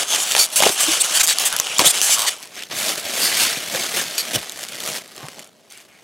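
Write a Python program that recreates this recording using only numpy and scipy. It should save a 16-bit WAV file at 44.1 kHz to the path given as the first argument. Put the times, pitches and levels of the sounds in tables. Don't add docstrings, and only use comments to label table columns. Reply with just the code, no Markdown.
import sys
import numpy as np
from scipy import signal
from scipy.fft import rfft, irfft
from scipy.io import wavfile
from scipy.ndimage import uniform_filter1d

SR = 44100
rng = np.random.default_rng(int(sys.argv[2]) if len(sys.argv) > 2 else 0)


def waveform_to_disk(signal):
    frames = np.transpose(np.atleast_2d(signal))
    scaled = np.clip(frames, -1, 1) * 32767
    samples = np.round(scaled).astype(np.int16)
    wavfile.write(sys.argv[1], SR, samples)


N = 266087
TIME = np.arange(N) / SR
TAPS = 2048
HZ = np.fft.rfftfreq(TAPS, 1 / SR)
EDGE_HZ = 15900
RIPPLE_DB = 2.6


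def amp(db):
    return 10 ** (np.asarray(db) / 20)


def evened(x):
    return x / np.sqrt(np.mean(x ** 2) + 1e-20)


def smoothed(x, size, size_again):
    return uniform_filter1d(uniform_filter1d(x, size), size_again)


def read(points, hz):
    f, value = np.transpose(points)
    return np.interp(np.log(hz + 1), np.log(f + 1), value)


def add(mix, s, sound):
    part = mix[max(round(s * SR), 0):][:len(sound)]
    part += sound[:len(part)]


def band(x, lo_hz, hi_hz):
    edges = [lo_hz, min(hi_hz, SR / 2 - 1)]
    return signal.sosfiltfilt(signal.butter(2, edges, "band", fs=SR, output="sos"), x)


def local_rms(x, size):
    return np.sqrt(abs(smoothed(x ** 2, size, size)) + 1e-14)


def ring(colour_db):
    log_gain = np.log(amp(np.r_[colour_db, colour_db[-2:0:-1]]))
    click = np.fft.ifft(np.exp(np.conj(signal.hilbert(log_gain)))).real
    return click / np.linalg.norm(click)


def facet(size):
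    return evened(smoothed(rng.standard_normal(len(HZ)), size, size))


def hump(hz, octaves):
    return 1 / (1 + (np.log2((HZ + 1) / hz) / octaves) ** 2)


# time in seconds, level of the middle of the spectrum in dB.
SLIDING_LEVEL = [(0, -37.5), (.3, -29), (.5, -39), (.6, -31), (1.36, -30.5), (2.27, -30), (2.38, -44),
                 (2.69, -57), (2.75, -33), (3.02, -36), (3.6, -32), (4.39, -33), (4.52, -41), (5.0, -39.5),
                 (5.04, -47), (5.42, -47), (5.52, -61), (6.03, -56)]
SLIDE_BODY_DB, SLIDE_FIZZ_DB, FIRM_DB, DULLING = -8, -3.5, -33.5, 0.34

# crest in seconds, rise and fall in seconds (each the time over STROKE_DROP_DB),
# level of the middle in dB, body and fizz in dB relative to that level.
HAND_STROKES = [(.008, 0.027, 0.043, -22.5, -8.5, -1), (.125, 0.029, 0.12, -23, -8, -6.5),
                (.38, 0.042, 0.06, -21.5, -9, -3), (.66, .08, 0.049, -17.5, -7.5, -2.5),
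                (.8, 0.035, 0.1, -22.5, -17, -1), (.935, 0.12, 0.065, -20.5, -13.5, -1.5),
                (1.05, .025, 0.015, -24.5, -16, 1.5), (1.18, 0.2, 0.036, -25.5, -12, 0),
                (1.295, 0.018, 0.054, -24, -18, -9), (1.409, 0.027, 0.078, -27, -8, -10),
                (1.81, 0.011, 0.023, -18.5, -1.5, -2), (1.858, 0.023, 0.033, -16.5, -10, -1),
                (1.95, .02, 0.099, -24, -13, -1.5), (2.1, 0.046, 0.066, -23, -21, 0.5),
                (2.29, .05, 0.053, -28.5, -20, -2), (2.432, 0.018, 0.033, -40, -12, -2),
                (2.58, 0.052, 0.087, -36, -9, -5.5), (2.712, 0.0096, .04, -28.5, -4, -10),
                (2.8, 0.06, 0.12, -28.5, -8, 1), (2.895, 0.083, 0.058, -24.5, -8, -1.5),
                (2.985, .025, 0.03, -31, -5, 0.5), (3.05, 0.014, 0.13, -30.5, -5.5, -6),
                (3.22, 0.13, 0.14, -25, -8, 0), (3.429, 0.19, 0.15, -21, -13.5, -3.5),
                (3.745, 0.037, 0.082, -28.5, -4, -1), (3.84, 0.11, 0.055, -27.5, -8.5, -2.5),
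                (3.99, 0.077, 0.05, -23.5, -6, -0.5), (4.35, 0.075, 0.02, -32, -2, -2),
                (4.635, 0.095, 0.026, -36.5, -6, 1), (4.735, .03, 0.064, -35.5, -8.5, -5),
                (4.892, 0.099, 0.058, -29.5, -5.5, 0), (4.956, .02, 0.038, -29.5, -8, -1.5),
                (5.19, 0.041, 0.15, -44.5, 1, -6), (5.39, .04, 0.037, -49, 6, -10),
                (5.712, 0.016, .14, -47.5, -16, -2.5), (5.8, .04, .04, -52, -8, 0)]
STROKE_DROP_DB, STROKE_SHAPE = 11.5, 1.6


def handling():
    t = TIME[::32]
    slide = np.interp(t, *np.transpose(SLIDING_LEVEL))
    slide_body = slide + SLIDE_BODY_DB + DULLING * (FIRM_DB - slide)
    power = amp([slide_body, slide, slide + SLIDE_FIZZ_DB]) ** 2
    for crest, rise, fall, db, body_db, fizz_db in HAND_STROKES:
        away = abs((t - crest) / np.where(t < crest, rise, fall))
        crest_db = db + np.c_[[body_db, 0, fizz_db]]
        power += amp(crest_db - STROKE_DROP_DB * away ** STROKE_SHAPE) ** 2
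    return [np.interp(TIME, t, 10 * np.log10(p)) for p in power]


# time in seconds, spread of crease size in dB, creases per second in one facet.
CREASE_CROWDING = [(0, 1.5, 1800), (0.551, 4.5, 2010), (.8, 1, 2980), (1.151, 2.5, 3020), (1.5, 2.5, 1600),
                   (2.2, 2, 1820), (2.45, 2.5, 1030), (2.8, 3, 2790), (4.0, 2, 2400), (4.5, 4, 1380),
                   (5.3, 4, 710), (5.8, 3, 1420)]
# frequency in Hz, relative gain in dB.
LOOSE_SHEET_COLOUR = [(40, -35), (90, -11.5), (190, -1.5), (380, 0.5), (680, 3), (900, -3), (1200, -0.5),
                      (1600, -1.5), (2300, 1), (3200, 1), (6000, -2), (11000, -7.5), (13600, -12),
                      (15800, -19)]
# frequency in Hz, relative gain in dB.
WOUND_FILM_COLOUR = [(40, -49), (120, -16.5), (300, -6.5), (700, 1.5), (900, -1), (1200, 1), (1800, -3.5),
                     (3100, 5), (4300, -1.5), (6500, 2), (10500, -2.5), (13000, -13), (15800, -18)]


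def creases(life_s=.02, open_s=2.4, count=1200):
    out, span = np.zeros(N), int(life_s * SR)
    wound_db, sheet_db = read(WOUND_FILM_COLOUR, HZ), read(LOOSE_SHEET_COLOUR, HZ)
    times, spread_db, per_s = np.transpose(CREASE_CROWDING)
    for s in np.linspace(-life_s / 2, TIME[-1], count):
        gaps, sizes, signs = rng.exponential(1, (3, 120))
        at = (np.cumsum(gaps) * SR / np.interp(s, times, per_s)).astype(int)
        size = amp(np.interp(s, times, spread_db) * np.minimum(sizes, 4)) * np.sign(signs - np.log(2))
        clicks = np.bincount(at[at < span], size[at < span], span) * np.hanning(span) ** .5
        colour = (wound_db if s < open_s else sheet_db) + RIPPLE_DB * facet(size=22)
        crackle = signal.fftconvolve(clicks, ring(colour))
        add(out, s, crackle[max(round(-s * SR), 0):])
    return out


def rustle(levels, body_db=-0.5, mid_db=0.36, fizz_db=-0.1, body_hz=1100, fizz_hz=6200, clump_db=1.4):
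    clumps = evened(smoothed(rng.standard_normal(N), 240, 60))
    x = creases() * amp(clump_db * clumps)
    low = signal.sosfiltfilt(signal.butter(3, body_hz, fs=SR, output="sos"), x)
    high = signal.sosfiltfilt(signal.butter(4, fizz_hz, "high", fs=SR, output="sos"), x)
    out = np.zeros(N)
    for part, level, db in zip([low, x - low - high, high], levels, [body_db, mid_db, fizz_db]):
        out += amp(level + db) * part / local_rms(part, size=1400)
    return out


# frequency in Hz, relative gain in dB.
FILM_COLOUR = [(30, -34), (150, -20.5), (500, -11.5), (1100, -5), (1900, -2.5), (3200, 1.5), (5000, 0.5),
               (8000, 0.5), (12000, -4), (15800, -13.5)]


def film_colour(hz, resonance_db, octaves, ripple_db, ripple_size):
    return read(FILM_COLOUR, HZ) + resonance_db * hump(hz, octaves) + ripple_db * facet(ripple_size)


# time in seconds, peak in dB, resonance in Hz, body in dB.
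TIMED_SNAPS = [(.148, -2, 3450, -16), (.1602, -2, 6120, -17), (.3128, -3.5, 3100, -15),
               (.3208, 0.5, 7840, -22), (.3508, 2.5, 3400, -8), (.365, 3, 3270, -7),
               (.3736, -2.5, 8440, -20), (.3817, -1, 3450, -12), (.433, 1, 9990, -27),
               (.6035, 2, 3190, -15), (.6229, 2, 5250, -3), (.6345, 2, 3100, -6), (.6928, 0, 3670, -6),
               (1.3856, 2.5, 4880, -16), (1.5272, -3.5, 9000, -12), (1.5651, 1.5, 7320, -20.5),
               (1.5881, -6.5, 2840, -10), (1.5995, 3.5, 6000, -7), (1.6695, -9, 2980, 2),
               (1.7841, 3.5, 7580, -22), (1.7928, 8, 5770, -8), (1.7944, 3.5, 5770, -5.5),
               (1.8016, 3.5, 7150, -4), (2.0156, 2, 6290, -19), (2.4025, -25, 10500, -20),
               (2.4278, -19, 4650, -15), (2.6237, -17, 2420, -4), (2.6355, -16, 2240, 1),
               (2.7001, -33, 2840, -4), (2.7875, -8, 6170, -19), (3.7481, -15, 3010, -1),
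               (4.4958, -12, 6550, -16), (4.5214, -14, 8440, -18), (4.6378, -12.5, 3190, -12),
               (4.6868, -12, 6630, -21), (4.804, -10, 3170, -15.5), (5.1643, -19, 2760, -17),
               (5.179, -19, 2580, 3), (5.2652, -23, 7240, -7), (5.2851, -17, 2340, 10),
               (5.3937, -18.5, 2580, 0), (5.4446, -26, 8870, -16), (5.4744, -32, 7670, -10),
               (5.7034, -29, 6290, -16)]


def snaps(rows, resonance_db=5.5, octaves=0.23, neutral_db=-12):
    out, t = np.zeros(N), np.arange(160) / SR
    for s, db, hz, body_db in rows:
        colour = film_colour(hz, resonance_db, octaves, RIPPLE_DB, ripple_size=22)
        colour += (body_db - neutral_db) / (1 + (HZ / 1800) ** 2)
        settle_s = np.interp(body_db, [-20, -5], [.0004, .0011])
        flurry = .45 * rng.standard_normal(len(t)) * np.exp(-t / settle_s)
        snap = np.convolve((t == 0) + flurry, ring(colour))
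        add(out, s, amp(db) * snap / abs(snap).max())
    return out


SMALL_PER_S, SMALL_PEAK_DB, SMALL_SPREAD_DB, SMALL_BODY_DB = 18, -19, 2.0, -16
SMALL_FOLLOW, LOOSE_DB = 0.74, -50.5
SMALL_LOW_HZ, SMALL_HIGH_HZ = 2700, 9500


def small_snaps(level):
    gaps, sizes, places = rng.random((300, 3)).T
    s = np.cumsum(-np.log(1 - gaps)) / SMALL_PER_S
    worked = np.interp(s, TIME, level)
    extra_db = SMALL_SPREAD_DB * np.minimum(-np.log(1 - sizes), 2)
    db = SMALL_PEAK_DB + SMALL_FOLLOW * (worked - FIRM_DB) + extra_db
    hz = SMALL_LOW_HZ * (SMALL_HIGH_HZ / SMALL_LOW_HZ) ** places
    heard = np.flatnonzero((s < TIME[-1]) & (worked > LOOSE_DB))
    return [(s[k], db[k], hz[k], SMALL_BODY_DB) for k in heard]


# start, crest and end in seconds, slips per second at the start and at the end,
# level in dB before the common trim, unevenness from 0 to 1, resonance of the film in Hz, brightness in dB.
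SLIP_RUNS = [(.076, 0.163, .165, 150, 600, -19.5, 0.3, 6200, -1),
             (0.167, 0.236, .245, 810, 1500, -19.5, .23, 6600, 9),
             (0.242, 0.338, .348, 800, 430, -21.5, 0.21, 3070, 2),
             (0.389, 0.393, .445, 1430, 880, -10.5, 0.29, 4500, 5.5),
             (0.438, .447, .468, 570, 180, -18.5, 0.24, 10680, 0),
             (0.522, .535, .557, 280, 310, -25.5, 0.04, 10340, -1),
             (0.559, 0.562, .604, 610, 1240, -11, 0, 9990, 6.5),
             (0.699, 0.722, .765, 330, 216, -23, 0.14, 10000, 9),
             (0.797, 0.814, .85, 1130, 310, -14, 0.3, 8100, 2),
             (0.999, 1.02, 1.023, 4500, 2400, -14.5, 0.18, 8800, 4),
             (1.139, 1.171, 1.187, 1470, 1300, -13, 0.31, 8300, -3),
             (1.196, 1.213, 1.222, 1960, 550, -9, 0.2, 6800, 1),
             (1.233, 1.237, 1.256, 480, 250, -11.5, .06, 7240, 3),
             (1.267, 1.28, 1.292, 160, 180, -11.5, 0.04, 7100, 3),
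             (1.287, 1.298, 1.337, 1020, 1960, -13, 0.36, 8100, -5.5),
             (1.397, 1.398, 1.453, 730, 275, -19, 0.26, 3100, 1.5),
             (1.452, 1.461, 1.488, 400, 237, -12, 0, 7700, 4.5),
             (1.853, 1.872, 1.892, 3100, 4400, -8, 0.11, 8660, 2),
             (1.885, 1.912, 1.917, 2500, 1000, -12, .2, 8200, 2.5),
             (2.02, 2.031, 2.12, 430, 1360, -15, 0.2, 6200, 4),
             (2.098, 2.136, 2.16, 520, 1700, -12, 0.16, 7100, 2),
             (2.162, 2.2, 2.26, 180, 480, -21, 0.44, 2800, 2),
             (2.266, 2.285, 2.296, 314, 1410, -13, 0.08, 7500, -4.5),
             (3.199, 3.24, 3.305, 460, 290, -20.5, .35, 4820, 8),
             (3.37, 3.433, 3.455, 380, 760, -17, 0.28, 4700, 6.5),
             (4.18, 4.172, 4.22, 940, 1340, -18, 0.42, 4900, -1),
             (4.333, 4.357, 4.367, 650, 800, -18, 0.42, 3100, 3)]
SLIP_RISE_DB, SLIP_FALL_DB, GRIP_S = 8.5, 10, .012


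def slips(trim_db=-0.5, resonance_db=6.5, octaves=0.2, ripple_db=3.5, uneven_db=7.0, shape=1.5):
    out = np.zeros(N)
    for start, crest, end, from_rate, to_rate, db, uneven, hz, bright_db in SLIP_RUNS:
        t = np.arange(start, end, 1 / SR)
        rate = np.geomspace(from_rate, to_rate, len(t))
        rise_db = SLIP_RISE_DB * np.clip((crest - start) / GRIP_S, 0, 1) ** 2
        level = db - rise_db * np.interp(t, [start, crest], [1, 0]) ** shape
        level -= SLIP_FALL_DB * np.interp(t, [crest, end], [0, 1]) ** shape
        gaps, sizes = rng.standard_normal((2, 400))
        holds = np.exp(uneven * gaps)
        due = np.cumsum(holds) - holds[0]
        turns = np.cumsum(rate) / SR
        at = np.searchsorted(turns, due[due < turns[-1]])
        clicks = np.zeros(len(t))
        clicks[at] = amp(level[at] + uneven_db * uneven * sizes[:len(at)]) * np.sqrt(SR / rate[at])
        colour = film_colour(hz, resonance_db, octaves, ripple_db, ripple_size=16)
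        colour += bright_db * np.clip(np.log(HZ / 3500 + 1e-3), 0, 1)
        add(out, start, signal.fftconvolve(clicks, ring(colour)))
    return amp(trim_db) * out


# start and end in seconds, pitch at the start and at the end in Hz, width in Hz, level in dB.
FILM_RUBS = [(0.998, 1.029, 7810, 8340, 1100, -16), (1.512, 1.572, 1498, 1320, 890, -29),
             (1.687, 1.758, 2690, 2830, 900, -29.5), (1.76, 1.789, 2970, 3880, 300, -27),
             (1.837, 1.854, 1100, 2870, 400, -27), (2.147, 2.289, 1100, 1067, 448, -30),
             (2.563, 2.639, 2100, 2390, 1120, -37.5), (3.199, 3.298, 4800, 4600, 1000, -22),
             (3.317, 3.333, 1940, 2430, 500, -22.5), (3.39, 3.455, 850, 1050, 500, -33),
             (4.169, 4.226, 4490, 4220, 600, -27.5), (5.2, 5.3, 1100, 950, 450, -45),
             (5.698, 5.84, 2420, 2394, 1100, -51.5), (5.87, 6.026, 2310, 2090, 700, -55.5)]


def rubs():
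    out = np.zeros(N)
    for start, end, from_hz, to_hz, width, db in FILM_RUBS:
        t = np.arange(0, max(end - start, .005), 1 / SR)
        r = np.exp(-np.pi * width / SR)
        noise = [1, 1j] @ rng.standard_normal((2, SR // 4))
        flutter = signal.lfilter([1], np.poly([r, r]), noise)[-len(t):]
        phase = 2 * np.pi * np.cumsum(np.linspace(from_hz, to_hz, len(t))) / SR
        tone = (flutter * np.exp(1j * phase)).real
        add(out, start, amp(db) * evened(tone) * signal.windows.tukey(len(t), .5))
    return out


# time in seconds, peak in dB before the trims of knock and boom, centre in Hz.
DULL_BUMPS = [(.351, -8, 1100), (.366, -12, 756), (.603, -9, 740), (.623, -7, 760), (.636, -6.5, 950),
              (.662, -6, 415), (.667, -1.5, 690), (.694, -16, 350), (1.599, -15, 1110), (1.794, -2.5, 1020),
              (1.802, -8.5, 390), (1.817, -10.5, 340), (1.844, -13, 700), (1.86, -19.5, 150),
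              (2.094, -15, 630), (3.328, -17, 1150), (3.57, -22.5, 201), (3.748, -14.5, 450),
              (4.347, -19.5, 334), (4.356, -14, 80), (4.905, -30, 200), (5.23, -24.5, 143)]


def bumps(knock_db=-1.5, octaves=0.59, resonance_db=16.0, push_cycles=1.5, top_hz=1500, low_hz=100,
          box_hz=135, box_t60=0.072, box_db=-4.0):
    out, t = np.zeros(N), np.arange(2 * TAPS) / SR
    boom = np.sin(2 * np.pi * box_hz * t) * 1000 ** (-t / box_t60) * (1 - np.exp(-t * box_hz))
    limits_db = 20 * np.log10((1 + (HZ / top_hz) ** 2) * (1 + (low_hz / (HZ + 5)) ** 2))
    for s, db, hz in DULL_BUMPS:
        push = rng.standard_normal(len(t)) * np.exp(-t * hz / push_cycles)
        knock = signal.fftconvolve(push, ring(resonance_db * hump(hz, octaves) - limits_db))
        add(out, s, amp(db + knock_db) * knock / abs(knock).max())
        add(out, s, amp(db + box_db) * min(box_hz / hz, 1) ** 2 * boom)
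    return out


# time in seconds, pitch
# in Hz, level in dB.
GLOVE_GROAN = [(0.875, 283, -44), (0.887, 322, -19.5), (.9, 315, -29), (0.915, 347, -36)]


def groan(overtone_db=-17):
    s, hz, db = np.transpose(GLOVE_GROAN)
    phase = 2 * np.pi * np.cumsum(np.interp(TIME, s, hz)) / SR
    level = amp(np.interp(TIME, s, db, left=-200, right=-200))
    return np.sqrt(2) * level * (np.sin(phase) + amp(overtone_db) * np.sin(2 * phase))


def room(x, near_db=-14.0, near_t60=0.022, far_db=-23.5, far_t60=.25, turn_s=.09, count=7):
    t = np.arange(SR // 4) / SR
    out = x.copy()
    for k in range(count):
        place = (TIME / turn_s - k) % count
        share = np.sin(np.pi * place / 2) * (place < 2)
        noise = rng.standard_normal((2, len(t))) * (t > .0006)
        near, far = noise * 1000 ** (-t / np.array([[near_t60], [far_t60]]))
        echoes = amp(near_db) * near / np.linalg.norm(near) + amp(far_db) * far / np.linalg.norm(far)
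        out += signal.oaconvolve(x * share, echoes)[:N]
    return out


# frequency in Hz, gain in dB.
SIDE_SPREAD = [(30, -18), (125, -24), (250, -26.5), (500, -40.5), (2000, -66), (4000, -46), (8000, -21.5),
               (15000, -30.5)]


def scattered_copy(x, scatter_s=.003):
    burst = rng.standard_normal(TAPS) * np.exp(-np.arange(TAPS) / SR / scatter_s)
    turn = np.exp(1j * np.angle(rfft(burst, N)))
    gain = amp(read(SIDE_SPREAD, np.fft.rfftfreq(N, 1 / SR)))
    return irfft(rfft(x) * turn * gain, N)


# frequency in Hz, relative gain in dB.
AIR_COLOUR = [(18, -53), (30, -24.5), (183, 4.5), (318, 2), (382, 4), (735, -7.5), (1060, -13),
              (1380, -15.5), (5990, -22), (15800, -39)]


def air(level_db=-62):
    colour = amp(read(AIR_COLOUR, np.fft.rfftfreq(N, 1 / SR)))
    return amp(level_db) * evened(irfft(rfft(rng.standard_normal(N)) * colour, N))


def scene(side_db=-23.5, side_hz=4000, apart_db=-3.5, tilt_db=.2):
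    body, middle, fizz = handling()
    wrap = rustle([body, middle, fizz]) + snaps(list(TIMED_SNAPS) + small_snaps(middle))
    wrap += slips() + rubs() + bumps() + groan()
    mid = room(wrap) + air()
    side = amp(side_db) * band(np.gradient(mid), side_hz, EDGE_HZ)
    side += amp(apart_db) * air() + scattered_copy(mid)
    return np.array([amp(tilt_db) * mid + side, mid - side])


def record(dry):
    rounded = dry / (1 + (dry / .9) ** 6) ** (1 / 6)
    low_pass = signal.firwin(401, EDGE_HZ, window=("kaiser", 8), fs=SR)
    return signal.oaconvolve(rounded, low_pass[None], "same")


dry = scene()
out = record(dry)
waveform_to_disk(out)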